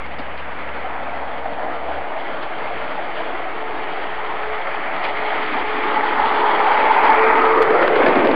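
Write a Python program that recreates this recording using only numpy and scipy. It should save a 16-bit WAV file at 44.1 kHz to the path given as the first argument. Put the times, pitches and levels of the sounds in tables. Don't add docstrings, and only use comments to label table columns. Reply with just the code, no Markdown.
import sys
import numpy as np
from scipy import signal
from scipy.io import wavfile
from scipy.ndimage import uniform_filter1d

SR = 44100
rng = np.random.default_rng(int(sys.argv[2]) if len(sys.argv) > 2 else 0)


def gain_from_db(level_db):
    decades = np.asarray(level_db, float) / 20
    return 10 ** decades


def pcm_store(signal):
    levels = np.round(np.clip(np.atleast_2d(signal), -1, 1) * 32767)
    wavfile.write(sys.argv[1], SR, levels.astype(np.int16).T)


N = 368235

# time_s, roar_db, ring_re_roar_db, flange_grind_re_roar_db
ROLLING = [(0.1, -36.5, -2, -12.5), (0.5, -32, -7, -16.5), (1.15, -30.5, -10, -17), (1.9, -32, -9, -15),
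           (2.8, -29.5, -7, -12.5), (3.3, -31, -6, -13.5), (4.2, -29.5, -6.5, -13.5),
           (4.7, -27.5, -5.5, -15.5), (5.02, -28, -4, -13), (5.045, -24.5, -4.5, -10), (5.1, -29.5, -3, -8),
           (5.13, -27.5, -17, -11.5), (5.16, -26, -4, -11), (5.5, -26, -4, -12), (5.8, -24, -6.5, -14),
           (6.4, -20, -14, -15), (6.95, -19.5, -7.5, -17), (7.12, -16, -9, -22.5),
           (7.3, -17.5, -6.5, -20.5), (7.6, -20.5, -12.5, -21), (7.66, -20.5, -14, -22),
           (7.82, -19.5, -9.5, -20.5), (7.9, -23.5, -7.5, -15.5), (8.08, -19.5, -8, -19),
           (8.3, -23.5, -5.5, -18)]
# freq_hz, density_db
ROAR_SPECTRUM = [(250, -36.5), (420, -2.5), (560, 0), (800, 2.5), (1000, 2), (1300, 1.5), (1650, -2),
                 (2200, -6), (2800, -35)]
# freq_hz, density_db
GRIND_SPECTRUM = [(2200, -24), (2500, -2), (2800, 1), (3100, 3.5), (3350, 1), (3650, -5.5), (3950, -11.5),
                  (4550, -12.5), (5050, -23), (5500, -52)]
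# time_s, centre_hz, width_hz
RING = [(0, 1990, 303), (2.5, 2055, 290), (4.5, 2030, 260), (5.3, 2080, 197), (6.3, 2050, 263),
        (6.9, 2190, 203), (7.3, 2110, 201), (7.7, 2050, 261), (8.35, 2040, 300)]
# time_s, centre_hz, level_db, width_hz
HOWL = [(0.1, 690, -35.5, 187), (0.45, 680, -38, 165), (1.0, 707, -33, 125), (1.7, 676, -27.5, 107.4),
        (2.4, 725, -31.5, 109), (2.8, 670, -29, 109), (3.4, 685, -32, 104), (4.3, 773, -32, 110),
        (4.6, 710, -34.5, 108), (5.2, 736, -28.5, 97), (5.75, 807, -31, 74.7), (6.4, 884, -19, 71),
        (6.75, 850, -21, 71), (7.15, 877, -17, 71.4), (7.46, 955, -23.5, 80.1), (7.58, 920, -25, 100),
        (7.66, 793, -28.5, 95.3), (7.9, 740, -20.5, 147.7), (8.08, 766, -23.5, 151), (8.22, 727, -17, 152),
        (8.3, 745, -21, 150)]
# time_s, centre_hz, level_db
RUMBLE = [(0.1, 257, -43), (0.45, 262, -43.5), (1.0, 275, -41.5), (2.9, 325, -39.5), (3.5, 355, -38.5),
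          (3.75, 361, -34.5), (4.25, 365, -40.5), (4.6, 346, -43.5), (5.3, 315, -37.5), (5.9, 306, -33),
          (6.75, 326, -33), (7.3, 339, -26.5), (7.45, 385, -21), (7.52, 395, -26), (7.6, 410, -19),
          (7.67, 422, -26.5), (7.75, 438, -20.5), (7.8, 455, -23), (7.835, 470, -16), (7.91, 453, -20),
          (7.98, 446, -19), (8.03, 430, -19.5), (8.08, 412, -15), (8.13, 367, -18.5), (8.17, 345, -16.5),
          (8.22, 353, -19.5), (8.26, 376, -14.5), (8.3, 366, -16.5)]
# freq_hz, level_db, t60_s
RAIL_MODES = [(365, -13, 0.047), (610, -0.5, 0.03), (1030, 3, 0.022), (1360, 5, 0.016), (1680, 14, 0.012),
              (2050, 10, 0.013), (2490, 8, .008), (3170, -2.5, 0.007), (3800, -5.5, 0.005),
              (4450, -12, 0.0023)]
# time_s, commutator_hz, tone_db, octave_db
MOTOR = [(0.0, 480.5, -45, -57), (0.45, 473, -52.5, -48), (0.85, 468, -41.5, -52), (1.15, 464.1, -55, -42),
         (1.33, 460.9, -38, -48), (1.5, 460, -41, -57), (1.9, 459, -38.5, -46), (2.45, 449, -43.5, -47.5),
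         (2.65, 446.1, -38, -52), (2.95, 446, -47, -54), (3.12, 444.5, -42.5, -54), (3.28, 444, -35, -53),
         (3.45, 443, -52, -55), (3.6, 442, -31.5, -36), (4.15, 434, -43.5, -45.5),
         (4.45, 431.4, -28, -36.5), (4.62, 429, -39, -46), (4.75, 431.2, -44.5, -35.5),
         (5.25, 429.7, -34, -40.5), (5.92, 429, -32, -25.5), (6.4, 425.1, -29, -31),
         (6.64, 425, -28, -22.5), (7.0, 439.7, -32, -19.5), (7.031, 440.5, -26.5, -32),
         (7.041, 441, -31.5, -14.5), (7.12, 443.2, -31.5, -16), (7.2, 443.7, -19, -24.5),
         (7.41, 445, -27.5, -17.5), (7.45, 444.6, -21.5, -22), (7.62, 445, -17.5, -29.5),
         (7.66, 448, -31.5, -41), (7.72, 439, -14, -40), (7.79, 446.5, -32, -30), (7.96, 445, -22.5, -42)]
# time_s, centre_hz, level_db
UPPER_GEARS = [(0, 1295, -55), (4.8, 1263, -37), (5.15, 1273, -39.5), (5.8, 1242, -34.5),
               (6.3, 1228, -29.5), (6.8, 1204, -35.5), (7.1, 1136, -27.5), (7.4, 1303, -22),
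               (7.58, 1190, -21.5), (7.68, 1254, -26.5), (7.8, 1280, -24.5), (7.96, 1193, -41.5)]
# start_s, peak_db, decay_s, brightness (0 dull, 1 plain, above 1 sharp)
CLACKS = [(0.061, -28, .008, 1.4), (0.187, -26, 0.014, 1.75), (0.377, -24, .004, 1.3),
          (2.426, -20, 0.013, 0.76), (5.04, -14, 0.0035, 1.3), (5.05, -18, 0.005, 1),
          (5.066, -17.5, 0.0019, 1.2), (5.085, -20.5, 0.0035, 1.1), (5.787, -24, 0.0043, 0.98),
          (7.039, -11, 0.0094, 0.51), (7.091, -19.5, 0.0086, 0.4), (7.238, -15, 0.0036, 0.66),
          (7.392, -22, 0.0076, 0.56), (7.575, -19, 0.0072, 0.62), (7.618, -10.5, 0.011, 0.91),
          (7.705, -6.5, 0.002, 0.089), (7.815, -8.5, 0.025, 0.5), (7.878, -4, 0.0016, 0.55),
          (7.955, -8.5, 0.013, 0.55), (8.061, -5, 0.01, 0.38), (8.081, -9.5, 0.014, 0.39),
          (8.154, -14, .01, 0.68), (8.246, -6.5, 0.011, 0.32), (8.271, -14, 0.003, 0.65),
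          (8.313, -11.5, 0.0051, 0.7)]
# start_s, level_db, pitch_hz, t60_s
THUDS = [(0.194, -17, 261, .04), (0.845, -13, 758, 0.037), (7.83, -8, 557, .06), (8.036, -10, 260, .04),
         (8.079, -10, 199, 0.031), (8.155, -13, 252, 0.11), (8.246, -6, 710, 0.031),
         (8.272, -5.5, 295, 0.03), (8.308, -10.5, 243, 0.036)]
# start_s, peak_db, ratio_per_sample (below 0 thin, towards 1 dull)
TICKS = [(7.012, -34, .1), (7.147, -27, 0.42), (7.362, -35, 0.098), (7.370, -34.5, -.6), (7.385, -39, -.7),
         (7.626, -18, 0.77), (7.879, -27.5, -.1), (8.2794, -36.5, .4)]
# time_s, level_db
TRAFFIC_LEVEL = [(0.1, -48.5), (2.2, -49.5), (2.7, -46.5), (3.7, -50.5), (5.5, -48), (7.0, -49.5),
                 (8.3, -38.5)]
# freq_hz, density_db
TRAFFIC_SPECTRUM = [(25, -23), (60, -16), (100, -1.5), (160, 7), (230, 4), (330, -26.5)]
# time_s, pitch_hz, level_db
HUM = [(0.0, 68.64, -43.5), (1.15, 70.86, -46), (1.32, 70.1, -48.5), (1.43, 70.3, -44), (1.68, 70, -50),
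       (2.0, 69.5, -43), (2.09, 65.6, -57), (2.3, 65, -62), (2.4, 63.7, -55), (2.58, 63.4, -53),
       (2.7, 64.2, -49), (2.84, 63.7, -47), (2.92, 59.7, -57), (3.85, 60.4, -54), (4.0, 59.7, -55),
       (4.35, 59.4, -53), (4.43, 61.4, -46), (4.54, 66.9, -46), (4.62, 80.4, -61), (4.8, 89.4, -72),
       (4.97, 94.6, -57.5), (5.5, 100.8, -54.5), (6.05, 97.6, -69), (6.2, 92.4, -53), (6.9, 92, -58),
       (7.65, 84.5, -57.5), (7.85, 84.7, -77)]

MOTOR_FADE_S = 0.082


def evened(x):
    return x / np.sqrt(np.mean(x ** 2) + 1e-20)


def read_spectrum(points, hz):
    f, value = np.transpose(points)
    return np.interp(np.log(hz + 1), np.log(f + 1), value)


def columns(rows, t):
    s, *values = np.transpose(rows)
    return [np.interp(t, s, v) for v in values]


def resonate(x, hz, width_hz):
    turn = np.exp(2j * np.pi * np.cumsum(hz) / SR)
    r = np.exp(-np.pi * width_hz / SR)
    smooth = signal.lfilter([(1 - r) ** 2], [1, -2 * r, r * r], x / turn)
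    return 2 * (turn * smooth).real


def wander(span_s):
    size = int(span_s * SR) + 1
    once = uniform_filter1d(rng.standard_normal(N), size)
    return evened(uniform_filter1d(once, size))


def high_pass(x, order, hz):
    return signal.sosfilt(signal.butter(order, hz, "high", fs=SR, output="sos"), x)


def bell(hz, centre_hz, width_hz):
    octave_like = np.log((hz + 1) / centre_hz)
    return np.exp(-.5 * (octave_like * centre_hz / np.maximum(width_hz, 20)) ** 2)


def wheels(patchy_db=1.43, flutter_db=1.5):
    frames = N // 256 + 5
    hz = np.fft.rfftfreq(1024, 1 / SR)[:, None]
    t = np.arange(frames) * 256 / SR
    roar_db, ring_db, grind_db = columns(ROLLING, t)
    ring_hz, ring_width_hz = columns(RING, t)
    howl_hz, howl_db, howl_width_hz = columns(HOWL, t)
    rumble_hz, rumble_db = columns(RUMBLE, t)
    traffic_db = columns(TRAFFIC_LEVEL, t)[0]

    flutter = uniform_filter1d(rng.standard_normal((frames, 2)), size=5, axis=0)
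    howl_flutter_db, grind_flutter_db = evened(flutter).T * flutter_db
    rumble_width_hz = 52 + 28.5 * np.maximum(t - 6.7, 0)
    deck = 1 / (1 + (225 / (hz + 1)) ** 10)

    layers = [
        (gain_from_db(read_spectrum(ROAR_SPECTRUM, hz)) ** 2, roar_db),
        (bell(hz, ring_hz, ring_width_hz), roar_db + ring_db),
        (gain_from_db(read_spectrum(GRIND_SPECTRUM, hz)) ** 2, roar_db + grind_db + grind_flutter_db),
        (bell(hz, howl_hz, howl_width_hz), howl_db + howl_flutter_db),
        (bell(hz, rumble_hz, rumble_width_hz) * deck, rumble_db),
        (gain_from_db(read_spectrum(TRAFFIC_SPECTRUM, hz)) ** 2, traffic_db)]
    power = sum(shape / shape.sum(0) * gain_from_db(db) ** 2 for shape, db in layers)

    a, b, patches = rng.standard_normal((frames, 513, 3)).T
    patches = uniform_filter1d(patches, size=4, axis=0)
    patches = evened(uniform_filter1d(patches, size=14, axis=1))
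    z = (a + 1j * b) * np.sqrt(power) * gain_from_db(patchy_db * patches)
    rolling = signal.istft(z, nperseg=1024, noverlap=768)[1][:N] * np.sqrt(1.5)
    return roughen(rolling)


def roughen(rolling, judder_db=0.72, jolts_per_s=45, jolt=0.13, jolt_s=0.0085, treble_hz=2200):
    bumps = (rng.random(N) < jolts_per_s / SR) * np.minimum(rng.exponential(1, N), 2.5)
    jolts = signal.lfilter([jolt], [1, -np.exp(-1 / (jolt_s * SR))], bumps)
    sos = signal.butter(2, treble_hz, "high", fs=SR, output="sos")
    treble = signal.sosfiltfilt(sos, rolling)
    return (rolling + treble * (evened(1 + jolts) - 1)) * gain_from_db(judder_db * wander(0.029))


def rattle(per_s=250, spread_db=3, re_roar_db=-12, detune=.12):
    size = gain_from_db(spread_db * np.minimum(rng.exponential(1, N), 3)) * (rng.random(N) < per_s / SR)
    modes = 3 * RAIL_MODES
    which = rng.integers(0, len(modes), N)
    t, out = np.arange(2000) / SR, np.zeros(N)
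    for k, (hz, db, t60_s) in enumerate(modes):
        tuned_hz = hz * (1 + detune * (k // len(RAIL_MODES) - 1))
        tap = gain_from_db(db / 2 - 60 * t / t60_s) * np.sin(2 * np.pi * tuned_hz * t)
        out += signal.oaconvolve(size * (which == k), tap)[:N]
    out = signal.sosfilt(signal.butter(4, [450, 3300], "band", fs=SR, output="sos"), out)
    roar_db = columns(ROLLING, np.arange(N) / SR)[0]
    return gain_from_db(roar_db + re_roar_db) * evened(out)


def throb_db(t, period_s=0.6, first_dip_s=0.17, dip_db=-5, sharpness=2.9, end_s=7.0):
    dips = abs(np.cos(np.pi * (t - first_dip_s) / period_s)) ** (2 * sharpness)
    return dip_db * dips * np.clip((end_s - t) / MOTOR_FADE_S, 0, 1)


def motor(waver_hz=2.155, tremble_db=1.26, gear_db=-1, fuzz_db=-12):
    t = np.arange(N) / SR
    hz, tone_db, octave_db = columns(MOTOR, t)
    upper_hz, upper_db = columns(UPPER_GEARS, t)
    fade = np.clip(1 + (MOTOR[-1][0] - t) / MOTOR_FADE_S, 0, 1)
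    phase = 2 * np.pi * np.cumsum(hz + waver_hz * wander(0.028)) / SR

    fuzz = evened(resonate(rng.standard_normal(N), hz, width_hz=40))
    gears = evened(resonate(rng.standard_normal(N), 2 * hz, width_hz=55))
    upper = evened(resonate(rng.standard_normal(N), upper_hz, width_hz=220))
    tone = np.sqrt(2) * np.sin(phase) + gain_from_db(fuzz_db) * fuzz
    octave = np.sqrt(.5) * np.sin(2 * phase) + gain_from_db(gear_db) * gears
    tone_gain = gain_from_db(tone_db + throb_db(t) + tremble_db * wander(0.023))
    return fade * (tone_gain * tone + gain_from_db(octave_db) * octave + gain_from_db(upper_db) * upper)


def clacks():
    t, out = np.arange(4000) / SR, np.zeros(N + 8000)
    grit = rng.standard_normal((len(CLACKS), len(t)))
    pitch = 1 + 0.061 * rng.standard_normal(len(CLACKS))
    for (start_s, peak_db, decay_s, bright), noise, tune in zip(CLACKS, grit, pitch):
        knock = noise * np.exp(-t / max(decay_s, .001)) * np.clip(t / 0.001, 0, 1)
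        ring = np.zeros(len(t))
        for hz, db, t60_s in RAIL_MODES:
            tilt_db = 70 * (bright - 1) * np.log10(hz / 1500)
            ring += gain_from_db(db - 60 * t / t60_s + tilt_db) * np.sin(2 * np.pi * hz * tune * t)
        sound = signal.fftconvolve(knock, ring)
        out[round(start_s * SR):][:len(sound)] += gain_from_db(peak_db) * sound / abs(sound).max()
    return high_pass(out[:N], 4, 260)


def thuds(rise_s=0.0075):
    t, out = np.arange(6000) / SR, np.zeros(N + 6000)
    for start_s, level_db, hz, t60_s in THUDS:
        envelope = gain_from_db(level_db - 60 * t / t60_s) * (1 - np.exp(-t / rise_s))
        out[round(start_s * SR):][:len(t)] += envelope * 2 * np.sin(2 * np.pi * hz * t)
    return high_pass(out[:N], 4, 150)


def ticks(fizz_s=7.625, fizz_spread_s=.028, fizz_gain_db=-66):
    out, after = np.zeros(N), np.arange(40)
    for start_s, peak_db, ratio in TICKS:
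        out[round(start_s * SR):][:40] -= gain_from_db(peak_db) * np.clip(ratio, -.9, .9) ** after
    t = np.arange(N) / SR
    fizz = evened(resonate(rng.standard_normal(N), np.full(N, 6000), width_hz=1500))
    swell = np.exp(-.5 * ((t - fizz_s) / fizz_spread_s) ** 2)
    return out + gain_from_db(fizz_gain_db) * swell * high_pass(fizz, 6, 5200)


def hum(clean_until_s=1.9, roughens_s=.3, rough_share=.4, width_hz=10):
    t = np.arange(N) / SR
    hz, level_db = columns(HUM, t)
    rough = rough_share * np.clip((t - clean_until_s) / roughens_s, 0, 1)
    tone = np.sqrt(2 - 2 * rough) * np.sin(2 * np.pi * np.cumsum(hz) / SR)
    fuzz = np.sqrt(rough) * evened(resonate(rng.standard_normal(N), hz, width_hz))
    return (t < HUM[-1][0]) * gain_from_db(level_db + 1.6 * wander(0.08)) * (tone + fuzz)


def scene():
    return (wheels() + rattle() + motor() + clacks() + thuds() + hum())[None]


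def roll_off(x):
    return signal.sosfilt(signal.butter(12, 12550, fs=SR, output="sos"), x)


def record(dry, offset=-.0555, ceiling=.71, edge_hz=5070, hiss_gain_db=-54.0, hiss_hz=6300):
    clipped = np.clip(dry + offset, -ceiling, ceiling) - offset
    fir = signal.firwin(181, edge_hz, window=("kaiser", 9), fs=SR)
    low = signal.oaconvolve(clipped, fir[None], "same")
    loudness = np.sqrt(abs(uniform_filter1d(low ** 2, size=1500)))
    rising_noise = np.diff(rng.standard_normal(N + 2), n=2)
    hiss = signal.sosfilt(signal.cheby2(10, 40, hiss_hz, "high", fs=SR, output="sos"), rising_noise)
    full = low + gain_from_db(hiss_gain_db) * loudness * hiss + ticks() + offset
    return roll_off(full)


dry = scene()
out = record(dry)
pcm_store(out)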